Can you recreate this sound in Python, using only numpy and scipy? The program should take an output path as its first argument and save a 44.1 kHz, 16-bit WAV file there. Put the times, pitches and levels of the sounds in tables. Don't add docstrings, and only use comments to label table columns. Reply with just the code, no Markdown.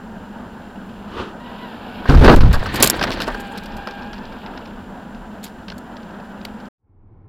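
import sys
import numpy as np
from scipy import signal
from scipy.fft import rfft, irfft, next_fast_len
from scipy.io import wavfile
from scipy.ndimage import map_coordinates

SR = 44100
rng = np.random.default_rng(int(sys.argv[2]) if len(sys.argv) > 2 else 0)


def unload_wav(signal):
    wavfile.write(
        sys.argv[1],
        SR,
        np.round(np.clip(np.atleast_2d(signal).T, -1, 1) * 32767).astype(np.int16),
    )


def ratio_of_db(decibels):
    return 10 ** (np.asarray(decibels, float) / 20)


N = 321165
HIT_S, CUT_S = 2.088, 6.687


def unit(x):
    return x / np.sqrt(np.mean(x ** 2) + 1e-20)


def seconds():
    return np.arange(N) / SR


def curves(rows, held=False):
    s, *columns = np.transpose(rows)
    outside = [] if held else [-150, -150]
    return [np.interp(seconds(), s, column, *outside) for column in columns]


def wobble(rate):
    knots = rng.standard_normal(int(N * rate / SR) + 4)
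    return map_coordinates(knots, [np.arange(N) * rate / SR])


def filtered(x, response):
    m = next_fast_len(N + 8192)
    return irfft(rfft(x, m) * response(np.fft.rfftfreq(m, 1 / SR)), m)[..., :N]


def resonant(x, modes):
    return filtered(x, lambda f: sum(ratio_of_db(db) * f * w / (hz * hz - f * f + 1j * f * w) for hz, w, db in modes))


def rush(spectrum, grit_db, rate):
    f, v = np.transpose(spectrum)
    source = rng.standard_normal(N) * ratio_of_db(grit_db * wobble(rate))
    return unit(filtered(source, lambda hz: ratio_of_db(np.interp(np.log(hz + 1), np.log(f + 1), v))))


# [f/Hz, level/dB per Hz]
RUMBLE = [(12, -38), (20, 3), (42, -3.5), (92, -3), (125, -11), (145, -17.5), (171, -6.5), (194, 0),
          (260, -27.5), (320, -9.5), (420, -47), (700, -120)]
# [f/Hz, level/dB per Hz]
ROAR = [(150, -14), (250, 6.5), (273, -5), (377, -5.5), (626, -5.5), (976, -4), (1090, -12), (1550, -8),
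        (2050, -23), (2730, -48), (4620, -120)]
# [f/Hz, level/dB per Hz]
HISS = [(1060, -6), (1800, -30.5), (2240, 10), (2870, 15.5), (5290, -2.5), (6470, -49), (7030, -41.5),
        (8590, -27.5), (14600, -9), (15000, -34), (16000, -54)]
# [f/Hz, level/dB per Hz]
WHOOSH = [(24, -35), (40, -6), (76, -3), (162, -11), (381, 1), (670, -15.5), (1240, -5.5), (2170, -22.5),
          (2990, -16.5), (14000, -61.5)]
# [f/Hz, width/Hz, level/dB]
BOOM = (205, 22, -38.5)
# [f/Hz, width/Hz, level/dB]
SEAL = [(10450, 300, 0), (11800, 300, -3)]
# [t/s, level/dB]
HISS_LEVEL = [(0, -56), (.5, -54), (.8, -55), (1.05, -52), (1.36, -55), (1.5, -47), (1.65, -44), (1.8, -47),
              (1.95, -43), (3.5, -45), (3.95, -46), (4.2, -49), (4.45, -47), (4.8, -54), (5.7, -57), (6.05, -54),
              (6.6, -56)]
# [t/s, level/dB, half width/s, screened off beyond/s]
PASSING = (1.205, -26, .03, .15)
RUMBLE_DB, ROAR_DB, SEAL_DB, QUIET_DB = -44, -38.5, -86, -56
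RUMBLE_GROWS, ROAR_GROWS, SEAL_GROWS = .15, .3, 1.3


def traffic():
    hiss_db, = curves(HISS_LEVEL, held=True)
    busy_db = hiss_db - QUIET_DB
    boom = ratio_of_db(BOOM[2]) * unit(resonant(rng.standard_normal(N), [BOOM]))
    rumble = ratio_of_db(RUMBLE_DB + RUMBLE_GROWS * busy_db) * rush(RUMBLE, grit_db=2.5, rate=6.9)
    roar = ratio_of_db(ROAR_DB + ROAR_GROWS * busy_db) * rush(ROAR, grit_db=1.54, rate=20)
    hiss = ratio_of_db(hiss_db - 1.33) * rush(HISS, grit_db=2, rate=150)

    s, db, near, seen = PASSING
    away = seconds() - s
    close = ratio_of_db(db - 25 * (away / seen) ** 6) / np.hypot(1, away / near)
    whoosh = close * rush(WHOOSH, grit_db=1, rate=60)

    draught = ratio_of_db(SEAL_DB + SEAL_GROWS * busy_db) * (away < HIT_S - s)
    seal = (draught + ratio_of_db(-44) * close) * unit(resonant(rng.standard_normal(N), SEAL))
    return rumble + roar + hiss + boom + whoosh + seal


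# [f/Hz, level/dB]
WHINE = [(7214, -66), (14422, -75)]


def whine():
    return sum(ratio_of_db(db) * np.sin(2 * np.pi * hz * seconds()) for hz, db in WHINE)


# [t/s, f/Hz, level/dB]
SQUEAL = [
    [(1.4, 940, -47), (1.5, 965, -46), (1.56, 975, -55), (1.62, 1005, -40), (1.7, 900, -49),
     (1.8, 850, -52), (1.9, 737, -47), (2.03, 740, -44)],
    [(3.3, 829, -47), (3.4, 799, -38), (3.6, 800, -45), (3.7, 825, -43), (3.9, 795, -41), (4.08, 815, -45),
     (4.2, 877, -46), (4.35, 880, -57)],
]
OVERTONES = [(1, 0), (2, -1), (3, 0.5), (4, -4)]  # (ratio, dB)
WINDOW_HZ, WINDOW_LEAK = 1800, .2


def squeal():
    out = 0
    for rows in SQUEAL:
        hz, db = curves(rows)
        for ratio, tyre_db in [(1, 4), (1.09, -4)]:
            shaky_hz = ratio * hz * (1 + .016 * wobble(120))
            phase = 2 * np.pi * np.cumsum(shaky_hz) / SR
            tones = sum(ratio_of_db(tone_db) * np.sin(k * phase) for k, tone_db in OVERTONES)
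            out = out + ratio_of_db(2.1 * wobble(25) + tyre_db + db) * tones
    return filtered(out, lambda f: WINDOW_LEAK + (1 - WINDOW_LEAK) / (1 + (f / WINDOW_HZ) ** 16))


# [f/Hz, level/dB per Hz]
SHELL = [(8.8, -33.5), (15, -7), (65, -2), (108, -8), (135, -8), (161, -15.5), (200, -15.5), (260, -45),
         (440, -120)]
# [f/Hz, level/dB per Hz]
CRUMPLE = [(71, -21.5), (120, -4), (161, -9), (265, -5.5), (335, -6.5), (398, -10.5), (694, -13),
           (1590, -16.5), (2300, -64), (2990, -58), (5060, -120)]
# [f/Hz, level/dB per Hz]
GRIND = [(1060, -27.5), (1800, 17), (2010, 12), (4470, 5.5), (5030, -5.5), (6210, -10.5), (7000, -17.5),
         (9100, -39), (15400, -120)]
# [f/Hz, level/dB per Hz]
DUST = [(3530, -35), (6000, -9.5), (7340, 5.5), (8400, -0.5), (10100, -1.5), (14900, -12.5), (16000, -3.5)]
# [t/s, push]
LURCH = [(2.094, -1.5), (2.105, .7), (2.146, -1), (2.163, 1.3), (2.170, -2), (2.188, 1.1), (2.202, -1.6),
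         (2.275, 1.2), (2.292, -1), (2.357, -1.8), (2.400, 1.9), (2.430, -1), (2.465, .45), (2.562, -.45),
         (2.6, .2)]
# [t/s, level/dB]
CRUSH = [
    (2.05, -43),
    (2.088, -22),
    (2.13, -25),
    (2.21, -25),
    (2.25, -12),
    (2.295, -8),
    (2.36, -25),
    (2.44, -26),
    (2.56, -36),
]
# [t/s, level/dB]
SCRAPE = [
    (2.5, -41),
    (2.68, -32),
    (2.74, -30),
    (2.83, -21),
    (2.9, -30),
    (3.07, -31),
    (3.36, -39),
    (3.45, -49),
    (3.65, -53),
]
HOLD_S, SHELL_DB, RELEASE_DB_PER_S = .35, -8, 85
FIRST_LURCH_S, LURCH_SLOWS = .005, .025


def crash():
    t = seconds()
    crush_db, = curves(CRUSH)
    scrape_db, = curves(SCRAPE)

    lurch = 0
    for s, push in LURCH:
        length = .55 * (FIRST_LURCH_S + LURCH_SLOWS * (s - HIT_S))
        lurch = lurch + push * np.exp(-((t - s) / length) ** 2)

    release_db = RELEASE_DB_PER_S * np.clip(t - HIT_S - HOLD_S, 0, None)
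    shell = ratio_of_db(SHELL_DB - release_db) * (t > HIT_S) + ratio_of_db(scrape_db - 7)
    crumple = ratio_of_db(crush_db + 4.5) + ratio_of_db(scrape_db + 3)
    metal = shell * rush(SHELL, grit_db=2.5, rate=12) + crumple * rush(CRUMPLE, grit_db=4.5, rate=120)

    grind = ratio_of_db(1.05 * crush_db - 10) + ratio_of_db(.9 * scrape_db - 6)
    dust = ratio_of_db(.8 * crush_db - 40) + ratio_of_db(.55 * scrape_db - 33)
    glass = grind * rush(GRIND, grit_db=2.5, rate=110) + dust * rush(DUST, grit_db=6.5, rate=67)
    contact = np.clip((t - 2.091) / .002, .03, 1)
    return contact * (lurch + metal) + glass


# [f/Hz, level/dB per Hz]
KNOCK = [(240, -36.5), (400, -3.5), (1440, -5.5), (1580, 0.5), (2100, -22), (2730, -49.5), (4620, -120)]
# [f/Hz, level/dB per Hz]
CRACK = [(1180, -37), (2000, 1), (4360, 2), (5160, 0), (6270, -12), (6800, -22.5), (8840, -36),
         (15000, -120)]
# [f/Hz, level/dB per Hz]
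SPARKLE = [(3820, -38.5), (6500, -2.5), (7360, 2), (8430, -3.5), (12800, -2), (14300, -4.5), (16000, -18)]
# [t/s, peak level/dB, length/s, heft/dB]
PARTS = [(2.0555, -36, .016, 18), (2.093, -21, .014, 10), (2.147, -26, .012, 10), (2.2454, -17, .006, 12),
         (2.406, -22, .02, 3), (2.535, -28, .018, 14), (2.628, -31, .005, 14), (2.6584, -27.5, .014, 12),
         (2.9402, -30, .014, 13), (3.0117, -23, .016, 10), (3.026, -16, .009, -5), (3.037, -11, .008, 3),
         (3.0695, -29, .01, 13), (3.1047, -20, .004, 3), (3.1163, -21, .027, -2), (3.172, -31, .008, 6),
         (3.2025, -17, .009, 7), (3.269, -31, .008, 6), (3.278, -29, .014, 21), (3.3024, -33, .006, 8),
         (3.345, -31, .012, 12), (3.872, -29, .009, 12), (3.909, -30, .005, 5), (4.13, -34, .018, 7)]
# [t/s, peak level/dB, length/s, sharpness/dB]
GLASS = [(2.3605, -20.5, .007, -4), (2.528, -23, .027, -6), (2.7398, -29, .02, -3), (2.7575, -21, .017, -3),
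         (2.8005, -21, .02, -11), (2.8252, -1.5, .005, 12), (2.8305, -6, .012, -6), (2.842, -5.5, .005, 6),
         (2.8564, -16.5, .019, -4), (2.8734, -11.5, .005, 5), (2.899, -4, .003, 8), (2.9054, -18, .003, 6),
         (3.2144, -26.5, .027, -10), (3.4, -42, .02, 0), (3.5744, -30.5, .016, -10), (3.635, -40, .012, -6),
         (3.6582, -33, .011, -13), (3.7668, -38.5, .014, -4), (5.43, -36, .013, -2), (5.44, -31.5, .012, 0),
         (5.4524, -37, .01, -2), (5.4624, -41.5, .027, -5), (5.7807, -37.5, .008, -2),
         (6.4502, -23, .008, -13)]
# [t/s, peak level/dB]
CRUMBS = [(2.9907, -27), (3.5567, -36), (3.72, -38), (3.82, -40), (4.02, -42), (4.18, -39), (4.2517, -39.5),
          (4.322, -36), (4.4618, -36.5), (4.574, -34), (4.6563, -37.5), (5.147, -42), (5.6825, -29),
          (5.7, -33), (5.7184, -35), (5.967, -39), (6.0295, -42), (6.107, -44), (6.2, -42), (6.412, -41),
          (6.6009, -40.5), (6.6543, -44)]
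# [length/s, knock level/dB, sparkle level/dB]
CRUMB = (.009, 3, -28)
# [from t/s, to t/s, count, first level/dB, loss/dB per s]
RATTLE = (2.45, 4.8, 70, -36, 5)
PART_SPARKLE_DB, GLASS_KNOCK_DB = -19, -5
PART_HZ, GLASS_HZ, CRUMB_HZ, SHARP_HZ_PER_DB = 2800, 4300, 2900, 90


def landings():
    pieces = [(s, db, heft_db, PART_SPARKLE_DB, length, PART_HZ) for s, db, length, heft_db in PARTS]
    for s, db, length, sharp_db in GLASS:
        pieces.append((s, db, GLASS_KNOCK_DB, sharp_db, length, GLASS_HZ + SHARP_HZ_PER_DB * sharp_db))
    crumb_s, knock_db, sparkle_db = CRUMB
    pieces += [(s, db, knock_db, sparkle_db, crumb_s, CRUMB_HZ) for s, db in CRUMBS]
    start, end, count, first_db, loss_db = RATTLE
    for when, size in rng.random((int(count), 2)):
        late = (end - start) * when ** 1.5
        db = first_db - loss_db * late - 8 * size
        pieces.append((start + late, db, knock_db, sparkle_db + 2, crumb_s, CRUMB_HZ))
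    return pieces


def shards():
    burst, ring = np.zeros((3, N + SR)), np.zeros(N + SR)
    t = np.arange(SR // 8) / SR
    attack = 1 - np.exp(-t / .0005)
    for s, db, knock_db, sparkle_db, length, hz in landings():
        at = round(s * SR)
        age = t / max(length, .002)
        body = ratio_of_db(-14 * age ** 2) + ratio_of_db(-18 - 5 * age)
        knock = ratio_of_db(knock_db - 0.84 - 8.7 * age)
        shape = np.array([knock, body, ratio_of_db(sparkle_db) * body])
        burst[:, at:at + len(t)] += ratio_of_db(db - 5) * shape * attack
        pitch = hz * (1 + .12 * rng.standard_normal())
        ring[at:at + len(t)] += ratio_of_db(db - 2.5 - 60 * t / 0.016) * np.sin(2 * np.pi * pitch * t)
    contacts = [rush(KNOCK, grit_db=2, rate=200), rush(CRACK, grit_db=3.5, rate=450),
                rush(SPARKLE, grit_db=4.5, rate=600)]
    return (burst[:, :N] * contacts).sum(0) + ring[:N]


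# [f/Hz, width/Hz, level/dB]
PANELS = [(130, 30, -4), (260, 45, 2), (310, 30, -2), (408, 60, -7.5)]
PANELS_GIVE_S, PANELS_FADE_DB_PER_S = 2.34, 65


def panels():
    t = seconds()
    fade_db = PANELS_FADE_DB_PER_S * np.clip(t - PANELS_GIVE_S, 0, None)
    drum_db = .6 * curves(CRUSH)[0] - 2.5 - fade_db
    blows = rng.standard_normal(N) * ratio_of_db(2.5 * wobble(60))
    muffled = filtered(blows, lambda hz: .4 + .6 / (1 + (hz / 5500) ** 10))
    return ratio_of_db(drum_db) * (t > HIT_S) * unit(resonant(muffled, PANELS))


# [t/s, f/Hz, level/dB]
SWAY = [
    (3.02, 38, -30),
    (3.17, 33, -29),
    (3.31, 35, -28),
    (3.75, 32.1, -31),
    (4.151, 39.2, -36),
    (4.55, 34.4, -38),
    (5.22, 35, -34),
]


def sway():
    t = seconds()
    return sum(ratio_of_db(db) * np.exp(-((t - s) / 0.061) ** 2) * np.sin(2 * np.pi * hz * t) for s, hz, db in SWAY)


# [f/Hz, level/dB per Hz]
DULL = [(12, -48), (20, 0.5), (53, -18), (71, -14), (97, 0), (142, -20.5), (167, -17.5), (368, -21.5),
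        (652, -35.5), (789, -29), (1080, -38), (6000, -80), (7800, -119), (13200, -120)]
# [f/Hz, width/Hz, level/dB]
HUM = [(90.4, 16, -3), (800, 38, -20), (1000, 66, -20), (1300, 55, -30), (2150, 113, -34)]
FADE_FROM_S, FADE_S, OTHER_DB = 6.78, .5, -42.5


def other_cabin():
    source = rush([(30, 0), (60, 8), (2200, -6), (4000, -40), (6000, -120)], grit_db=1.5, rate=16)
    hum = unit(resonant(source, HUM))
    fade = np.clip((seconds() - FADE_FROM_S) / FADE_S, 0, 1) ** 1.15
    return ratio_of_db(OTHER_DB) * fade * (rush(DULL, grit_db=-1, rate=11) + ratio_of_db(-7) * hum)


def flattened(x, ceiling):
    return x / (1 + (x / ceiling) ** 6) ** (1 / 6)


EMPHASIS_HZ, EMPHASIS_DB = 6200, 10


def overload(x):
    def lift(hz):
        return ratio_of_db(EMPHASIS_DB * (1 - 1 / (1 + (hz / EMPHASIS_HZ) ** 10)))

    clipped = flattened(filtered(x, lift), .93)
    corner_hz = 2
    return filtered(clipped, lambda hz: 1j * hz / (corner_hz + 1j * hz) / lift(hz))


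def scene():
    first = overload(traffic() + whine() + squeal() + crash() + panels() + sway())
    first = first + flattened(shards(), .88)
    fade = np.clip((CUT_S - seconds()) / .002, 0, 1)
    return (first * fade + other_cabin())[None]


def band_limit(x):
    return signal.sosfilt(signal.butter(12, 16470, fs=SR, output="sos"), x)


def record(dry):
    return band_limit(dry)


dry = scene()
out = record(dry)
unload_wav(out)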